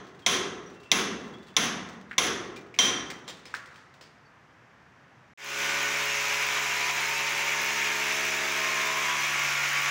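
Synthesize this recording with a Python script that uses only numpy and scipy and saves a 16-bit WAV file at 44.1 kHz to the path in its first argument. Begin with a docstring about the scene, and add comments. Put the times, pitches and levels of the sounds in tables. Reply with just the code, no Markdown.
"""A lump hammer drives a steel chisel into a brick wall, heard from inside a bare, echoing room.
Each blow cracks the brick and rings the steel; mortar crumbs fall, tools clink and are lowered, and
the site rumbles in the distance. After an instant of silence the microphone is in a large hall, where
a hammer drill fades in on a concrete ceiling: about seventy blows a second, a buzz of their
harmonics, and the rush of motor and grinding bit."""
import sys
import numpy as np
from scipy import signal
from scipy.fft import rfft, irfft, next_fast_len
from scipy.io import wavfile

SR = 44100
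rng = np.random.default_rng(int(sys.argv[2]) if len(sys.argv) > 2 else 0)


def pcm_store(signal):
    """Save signal as 16-bit PCM."""
    levels = np.round(np.clip(np.atleast_2d(signal), -1, 1) * 32767)
    wavfile.write(sys.argv[1], SR, levels.astype(np.int16).T)


N = 436590
TIME = np.arange(N) / SR
AGE = TIME[:2 * SR]   # seconds since a strike
ROOM_END_S, DRILL_START_S = 5.336, 5.375


def from_db(db):
    return 10 ** (np.asarray(db) / 20)


def unit_rms(x):
    return x / np.sqrt(np.mean(x ** 2) + 1e-20)


def at_hz(points, hz):
    """Read a table on a log-frequency axis."""
    freqs, values = np.transpose(points)
    return np.interp(np.log(np.maximum(hz, 1)), np.log(freqs), values)


def add(out, start_s, sound):
    """Mix a sound in from start_s."""
    start = round(start_s * SR)
    part = sound[max(-start, 0):N - start]
    out[max(start, 0):max(start, 0) + len(part)] += part


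def colour(x, spectrum):
    """Causal (minimum-phase) filter that keeps the power of white noise."""
    size = 2 * next_fast_len(len(x) // 2 + SR // 10)
    gain = unit_rms(from_db(at_hz(spectrum, np.arange(size // 2 + 1) * SR / size)))
    cepstrum = irfft(np.log(gain))
    cepstrum[1:size // 2] *= 2
    cepstrum[size // 2 + 1:] = 0
    return irfft(rfft(x, size) * np.exp(rfft(cepstrum)))[:len(x)]


def resonate(x, hz, width_hz):
    """A resonance that keeps the power of white noise."""
    radius = np.exp(-np.pi * width_hz / SR)
    feedback = [1, -2 * radius * np.cos(2 * np.pi * hz / SR), radius ** 2]
    return signal.lfilter(np.sqrt((1 - radius ** 2) / 2) * np.array([1, 0, -1]), feedback, x + 1e-18)


def resonate_twice(x, hz, width_hz):
    """A steeper resonance with a higher peak."""
    return resonate(resonate(x, hz, width_hz), hz, width_hz)


def drift(per_s):
    """A line wandering through random points of spread 1."""
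    knots = rng.standard_normal(int(per_s * N / SR) + 2)
    return np.interp(TIME * per_s, np.arange(len(knots)), knots)


def fade(t60_s):
    return np.exp(-np.log(1000) * np.minimum(AGE / t60_s, 3))


def attack(rise_s):
    return 1 - np.exp(-AGE / rise_s)


def burst(t60_s):
    """Noise that dies away."""
    return rng.standard_normal(len(AGE)) * fade(t60_s)


# The site in the distance: frequency_hz, relative_db
DIN_SPECTRUM = [(18, -53), (30, -29.5), (48, -28.5), (69, -14), (145, -5), (188, -11), (447, -16.5),
                (698, -15.5), (775, -14.5), (1750, -14), (4150, -33.5), (5990, -33.5), (9350, -50),
                (15800, -57)]
def site_din():
    """The building site reaches the microphone from far off as faint, steady noise."""
    return from_db(-56.5) * unit_rms(colour(rng.standard_normal(N), DIN_SPECTRUM))


# Reverberation of the bare room: frequency_hz, t60_s
ROOM_DECAY = [(60, 2.2), (250, 1.4), (700, 1.22), (1400, 1.05), (2700, 0.66), (5500, 0.59), (11000, 0.47),
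              (16000, 0.17)]
def room_tail(hold_s, build_s):
    """Diffuse echoes build up, hold while the first reflections arrive, then die band by band."""
    white = rfft(rng.standard_normal(len(AGE)))
    hz = np.arange(len(white)) * SR / len(AGE)
    edges_hz = np.r_[0, np.geomspace(90, SR / 2, 15)]
    late_s = np.maximum(AGE - hold_s, 0)
    tail = np.zeros(len(AGE))
    for low, high in zip(edges_hz, edges_hz[1:]):
        band = irfft(white * (hz >= low) * (hz < high))
        tail += band * 10 ** (-3 * late_s / at_hz(ROOM_DECAY, (low + high) / 2))
    return tail * attack(build_s)


# The crack straight from the wall, and its echo around the room: frequency_hz, relative_db
CRACK_SPECTRUM = [(88, -49), (150, -23), (1050, -1), (1680, -27), (2080, 6.5), (2740, -5), (3260, 7),
                  (3880, 2.5), (4370, -10), (5850, 5.5), (8150, -21), (10900, -22), (13500, -41),
                  (15800, -14.5)]
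ECHO_SPECTRUM = [(35, -34), (65, -9.5), (90, -11), (170, 0.5), (280, 2.5), (600, -5.5), (900, -4.5),
                 (1150, 0.5), (2200, -0.5), (2880, -2.5), (3500, 1), (4100, -11), (6200, -1.5), (7800, -21),
                 (10800, -21), (11800, -30.5), (13700, -33.5), (15600, -17)]
def brick_crack(crack_db):
    """Steel bites brick in a sharp burst; the room answers at the same level for every blow."""
    direct = colour(from_db(-7) * burst(0.015) + from_db(-9) * burst(0.057), CRACK_SPECTRUM)
    echo = colour(room_tail(hold_s=0.084, build_s=0.0025), ECHO_SPECTRUM)
    return from_db(crack_db) * direct + from_db(-28) * echo


# Modes of the brick and plaster around the chisel: pitch_hz, width_hz, relative_db
BRICK_MODES = [(487, 64, -4.5), (730, 45, -4), (1071, 50, -0.5), (1280, 170, -5.5), (2130, 240, 3.5),
               (2710, 88, -2), (3800, 110, -15)]
def brick_ring(shock):
    """The masonry rings, tuned a little differently at each blow."""
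    return from_db(-42.2) * sum(from_db(db) * resonate(shock, hz * (1 + 0.0075 * rng.normal()), width_hz)
                                for hz, width_hz, db in BRICK_MODES)


# Modes of the free chisel bar: pitch_hz, relative_db
CHISEL_MODES = [(2369, -16), (3165, 0), (3467, -11), (3834, -11), (5778, -5), (5958, -6), (10490, -23)]
def chisel_ring(shock, wedged_db, free_db):
    """Gripped by the brick, the bar is stiffer and more damped; sprung free, it rings lower and purer."""
    return sum(from_db(db + wedged_db) * resonate(shock, hz * 1.048, width_hz=110)
               + from_db(db + free_db) * resonate(shock, hz, width_hz=27) for hz, db in CHISEL_MODES)


# Blows at the wall, with a gain per part: start_s, crack_db, thud_db, boom_db, wedged_db, free_db, ping_db
HAMMER_BLOWS = [(-0.385, -9, -38.5, -30, -29.5, -39.5, -43), (0.2629, -6.5, -39, -27, -37.5, -35.5, -42.5),
                (0.916, -3, -27, -28, -43, -45, -42.5), (1.5657, -4.5, -30, -39.5, -53.5, -42.5, -41),
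                (2.1810, -4.5, -36.5, -26, -41, -43.5, -40.5), (2.7883, -7.5, -44, -38, -50.5, -27, -58)]
def hammer_on_chisel():
    """Each blow cracks the brick, rings the chisel and thumps the wall."""
    out = np.zeros(N)
    lowpass = signal.butter(2, 8500, fs=SR, output="sos")
    for start_s, crack_db, thud_db, boom_db, wedged_db, free_db, ping_db in HAMMER_BLOWS:
        crack = brick_crack(crack_db)
        # brick and chisel are shaken by the blow itself and by its echoes
        shock = room_tail(hold_s=0.056, build_s=0.0036) + from_db(9) * burst(0.094)
        ring = signal.sosfilt(lowpass, brick_ring(shock) + chisel_ring(shock, wedged_db, free_db))
        ping = from_db(ping_db - 18.5) * resonate_twice(shock, 10980, width_hz=290)   # steel on steel
        # the wall's low notes swell as the room's standing waves fill
        bloom = room_tail(hold_s=0.091, build_s=0.037)
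        thud = from_db(thud_db - 27.5) * resonate_twice(bloom, 215, width_hz=90)
        boom = from_db(boom_db - 24.5) * resonate_twice(bloom, 372, width_hz=130)
        add(out, start_s, crack + ring + ping + thud + boom)
    return out


# A small, dry contact in the room: frequency_hz, relative_db
CHIP_SPECTRUM = [(100, -15.5), (400, 8), (1500, 5.5), (3500, 6.5), (5200, 4), (7500, -2), (10000, -12.5),
                 (13000, -24.5), (15500, -9)]
def mortar_crumbs():
    """Grit shaken loose by each blow patters down over the next second."""
    grains_per_s = 30 * sum(np.exp(-((TIME - blow_s - 0.6) / 0.4) ** 2) for blow_s, *_ in HAMMER_BLOWS)
    landings = rng.random(N) < grains_per_s / SR
    grains = landings * from_db(2.2 * np.minimum(rng.exponential(1, N), 3)) * rng.choice([-1, 1], N)
    patter = signal.fftconvolve(grains, burst(0.004) + from_db(-10.5) * burst(0.2))[:N]
    return from_db(-55) * colour(patter, CHIP_SPECTRUM)


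# Light touches on the chisel as it is reseated: start_s, pitch_hz, level_db, t60_s
CHISEL_TOUCHES = [(0.22, 3220, -50, 0.22), (0.66, 5800, -50, 0.19), (0.76, 2710, -58, 1),
                  (0.852, 2700, -50, 1.3), (0.917, 2690, -42, 1.1), (1.339, 3310, -42.5, 0.084),
                  (1.345, 3460, -59.5, 1.4), (2.563, 2390, -43.5, 0.21), (3.281, 7300, -44, 0.15),
                  (3.292, 3180, -43, 0.18), (3.459, 5130, -45, 0.11), (4.011, 5300, -56, .16),
                  (4.255, 4540, -61.5, .12)]
def chisel_clinks():
    """Each touch sets one mode of the loose chisel singing; the shorter the ring, the rougher."""
    out = np.zeros(N)
    for start_s, hz, db, t60_s in CHISEL_TOUCHES:
        envelope = from_db(db + 1.5 * drift(30)[:len(AGE)]) * fade(t60_s) * attack(0.0025)
        roughness = 0.8 * drift(25 / t60_s)[:len(AGE)]
        add(out, start_s, envelope * np.sin(2 * np.pi * hz * AGE + roughness))
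    return out


# Tools and chips landing in the room: start_s, level_db, pitch_hz, body_db, room_db, slide_db
CONTACTS = [(0.832, -51, 2680, 4, -10, -13), (1.4836, -50, 3000, 6, -31, -9),
            (1.889, -43.5, 2000, -7, -16, -8), (2.0125, -51, 6030, -12.5, -21, -14),
            (2.1118, -48.5, 1670, 22, -25, -6.5), (2.5612, -43, 2400, -13, -24, -2),
            (2.7418, -46, 2170, 10, -27, -5), (3.102, -33.5, 1960, 2, -19, -5.5),
            (3.279, -34.5, 3650, -6, -12, -0.5), (3.455, -38.5, 1980, -2, -13, -11),
            (3.5405, -36, 1404, 16, -17, -17), (3.5483, -35.5, 1630, 3, -16.5, -3.5),
            (3.659, -48, 1700, -3, -13, -6), (3.759, -49, 1800, -8.5, -8.5, -17),
            (4.0108, -46.5, 4800, -3, -10, -0.5)]
def tool_and_chip_knocks():
    """Dry contacts with one broad resonance each, a short slide over grit, and their echo."""
    out, tail = np.zeros(N), room_tail(hold_s=0.0072, build_s=0.005)
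    for start_s, db, hz, body_db, room_db, slide_db in CONTACTS:
        slide = burst(0.15) * attack(0.0037) * from_db(4 * drift(500)[:len(AGE)])
        contact = colour(burst(0.025) + from_db(slide_db) * slide + from_db(room_db) * tail, CHIP_SPECTRUM)
        body = resonate_twice(contact, hz, width_hz=1100)
        add(out, start_s, from_db(db) * (contact + from_db(body_db - 21) * body))
    return out


# The striker, straight from drill to microphone: frequency_hz, relative_db
TICK_SPECTRUM = [(1000, -13), (2300, 2), (4500, -5.5), (7000, -11), (9000, -7.5), (13700, -8), (15000, 2)]
def striker_ticks(hits):
    """Each hit of the striker gives a dry tick of noise."""
    envelope = signal.fftconvolve(hits, fade(0.0042) + 0.1 * fade(0.015))[:N]
    return unit_rms(colour(envelope * rng.standard_normal(N), TICK_SPECTRUM))


def flute_whines(per_s=240, low_hz=2597, high_hz=12480):
    """Grit catching in the flutes sets off brief, thin rings of steel; rms 1 while the drill runs."""
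    out, age = np.zeros(N), AGE[:SR // 4]
    envelope = (fade(0.24) * attack(0.008))[:len(age)]
    running_s = TIME[-1] - DRILL_START_S
    for when, pitch, strength in rng.random((int(per_s * running_s), 3)):
        hz = low_hz + pitch * (high_hz - low_hz)
        add(out, DRILL_START_S + when * running_s, strength * envelope * np.sin(2 * np.pi * hz * age))
    return out / out[TIME > DRILL_START_S].std()


# Bit and concrete as the hall returns them: frequency_hz, relative_db
RATTLE_SPECTRUM = [(40, -40), (120, -21.5), (250, -20.5), (420, -17.5), (700, -11.5), (1100, -6),
                   (1800, -5), (2400, -1), (3100, -9.5), (4400, -16.5), (6100, -12), (7200, -16.5),
                   (8300, -27), (13700, -33), (15000, -28.5)]
def hall_rattle(hits, cycles):
    """The hall smears each blow's sharp edge into a rattle, over whines and the rush of fan and dust."""
    edges = signal.sosfilt(signal.butter(4, 1700, "high", fs=SR, output="sos"), hits)
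    echoes = unit_rms(signal.fftconvolve(edges, burst(0.84))[:N])
    pulsing = 1 + 0.15 * np.exp(-(cycles % 1) / 0.09)
    rush = rng.standard_normal(N) * from_db(1.4 * drift(40)) * pulsing
    wash = unit_rms(from_db(1) * echoes + rush) + from_db(-10.5) * flute_whines()
    return colour(wash, RATTLE_SPECTRUM)


def rub(hz, width_hz, flutter_db):
    """Unsteady friction heard through one steep resonance."""
    friction = rng.standard_normal(N) * from_db(flutter_db * drift(22))
    return unit_rms(resonate_twice(friction, hz, width_hz))


# Modes of the drill's steel that flare as the bit catches: pitch_hz, width_hz, relative_db
STEEL_MODES = [(2420, 260, -12), (2650, 24, -20.5), (2810, 23, -21), (3180, 110, -20), (3620, 42, -22.5),
               (5350, 140, -22), (5970, 100, -21), (6720, 160, -22)]
def grinding_bit():
    """The bit squeals in its hole, grinds on stones and sets the slab droning; its steel rings in flares."""
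    halfway_s = (DRILL_START_S + TIME[-1]) / 2
    stone_catch_db = 1.6 * np.exp(-((TIME - 9.5) / 0.3) ** 2)
    bite_db = 0.48 * (TIME - halfway_s) + stone_catch_db   # it bites harder as it sinks in
    squeal = from_db(-6.5 + 1.9 * bite_db) * rub(2217, width_hz=340, flutter_db=2.5)
    grind = from_db(-13.5 + 3.1 * bite_db) * rub(1610, width_hz=930, flutter_db=4.5)
    drone = from_db(-18.5) * rub(1040, width_hz=240, flutter_db=1.5)
    flares = sum(from_db(db + 3 * drift(9)) * resonate(rng.standard_normal(N), hz, width_hz)
                 for hz, width_hz, db in STEEL_MODES)
    return squeal + grind + drone + flares


# Buzz of the blows and hum of the housing: blow_rate_multiple, relative_db
BUZZ_HARMONICS = [(1, -22), (2, -6), (6, -12.5), (7, -16), (8, -5.5), (9, -8), (10, -5.5), (11, -11),
                  (12, -5.5), (13, -3.5), (14, -5), (15, -5.5), (16, -4.5), (17, -1.5), (18, -3.5),
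                  (19, -9.5), (20, -5), (21, -1), (22, -2), (23, 0), (24, -1), (25, -2), (26, 3.5)]
HOUSING_PARTIALS = [(1, -18), (3, -2.5), (4, -2), (5, 0), (5.25, -3.5)]
# Shape of the hum's rise and fall: time_s, relative_db
HOUSING_CONTOUR = [(5.9, -51), (6.05, -55), (7.22, -53.5), (7.75, -50), (8.58, -49.5), (9.8, -55)]
# Standing waves of the hall at the microphone: start_s, end_s, rise_db, blow_rate_multiple
STANDING_WAVES = [(5.295, 9.2, 12.5, 6), (5.4, 6.498, 7, 8), (5.4, 6.6, 6.5, 21), (5.7, 7.2, 5.5, 1),
                  (6.15, 7.15, 10, 14), (6.4, 7.05, 5, 10), (7.0, 8.1, 9, 13), (7.1, 7.65, 5.5, 8),
                  (7.45, 8.75, 6, 24), (8.05, 9.05, 12.5, 9), (8.5, 9.152, 13, 15), (8.7, 9.3, 15.5, 14),
                  (8.75, 9.999, 9.5, 16), (9.25, 10, 4, 2), (9.35, 10, 12, 20)]
def harmonic_buzz(cycles, mean_rate_hz, swell_edge_s=0.31):
    """Regular blows make wavering harmonics below 2 kHz; standing waves lift some for a while."""
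    contour_db = np.interp(TIME, *np.transpose(HOUSING_CONTOUR))
    hum_db = -8 + 1.55 * (contour_db - contour_db[TIME > DRILL_START_S].mean())
    hum_partials = [(multiple, db + hum_db) for multiple, db in HOUSING_PARTIALS]
    out = np.zeros(N)
    for multiple, db in hum_partials + BUZZ_HARMONICS:
        hz = multiple * mean_rate_hz
        unrest = np.sqrt(hz / 1400)   # higher harmonics waver deeper and faster
        for start_s, end_s, rise_db, lifted_multiple in STANDING_WAVES:
            if lifted_multiple == multiple:
                swell = np.clip(0.5 + np.minimum(TIME - start_s, end_s - TIME) / swell_edge_s, 0, 1)
                db = db + rise_db * swell
                # the noise around the harmonic rises with it
                out += swell * unrest * from_db(db - 9.5) * rub(hz, width_hz=69, flutter_db=2)
        waver_db = 3 * unrest * drift(4.5 * unrest)
        phase = 2 * np.pi * (multiple * cycles + rng.random()) + 0.7 * unrest * drift(7.5)
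        out += from_db(db + waver_db) * np.sin(phase)
    return out


# Pace of the drill against the ceiling: time_s, blow_rate_hz
BLOW_RATE = [(5.6, 69.8), (5.87, 70.8), (6.42, 70.4), (6.59, 70.0), (7.62, 70.8), (8.61, 71.2),
             (9.27, 70.9), (9.47, 70.6), (9.8, 70.9)]
def hammer_drill(fade_in_s=0.28):
    """The striker hits once a cycle, slightly uneven in time and force, while the bit grinds on."""
    rate_hz = np.interp(TIME, *np.transpose(BLOW_RATE))
    cycles = np.cumsum(rate_hz * (1 + 0.0012 * drift(14))) / SR
    hit_count = np.floor(cycles + 0.006 * drift(70))
    hits = np.diff(hit_count, prepend=0).clip(0, 1) * from_db(1.9 * drift(70))
    ticks = from_db(-15) * striker_ticks(hits)
    rattle = from_db(-1) * hall_rattle(hits, cycles)
    bit = from_db(-3) * grinding_bit()
    buzz = from_db(-17.5) * harmonic_buzz(cycles, rate_hz.mean())
    fade_in = np.clip(0.06 + (TIME - DRILL_START_S) / fade_in_s, 0, 1)
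    return from_db(-28.5) * fade_in * (ticks + rattle + bit + buzz)


def scene():
    """One microphone: chiselling in the bare room, an instant of silence, then drilling in the hall."""
    room = site_din() + hammer_on_chisel() + tool_and_chip_knocks() + chisel_clinks() + mortar_crumbs()
    return (room * (TIME < ROOM_END_S) + hammer_drill() * (TIME > DRILL_START_S))[None]


def record(dry):
    """Peaks are rounded and the top is cut steeply at 15.75 kHz."""
    lowpass = signal.ellip(12, 0.2, 80, 15750, fs=SR, output="sos")
    return signal.sosfilt(lowpass, np.tanh(dry))


dry = scene()
out = record(dry)
pcm_store(out)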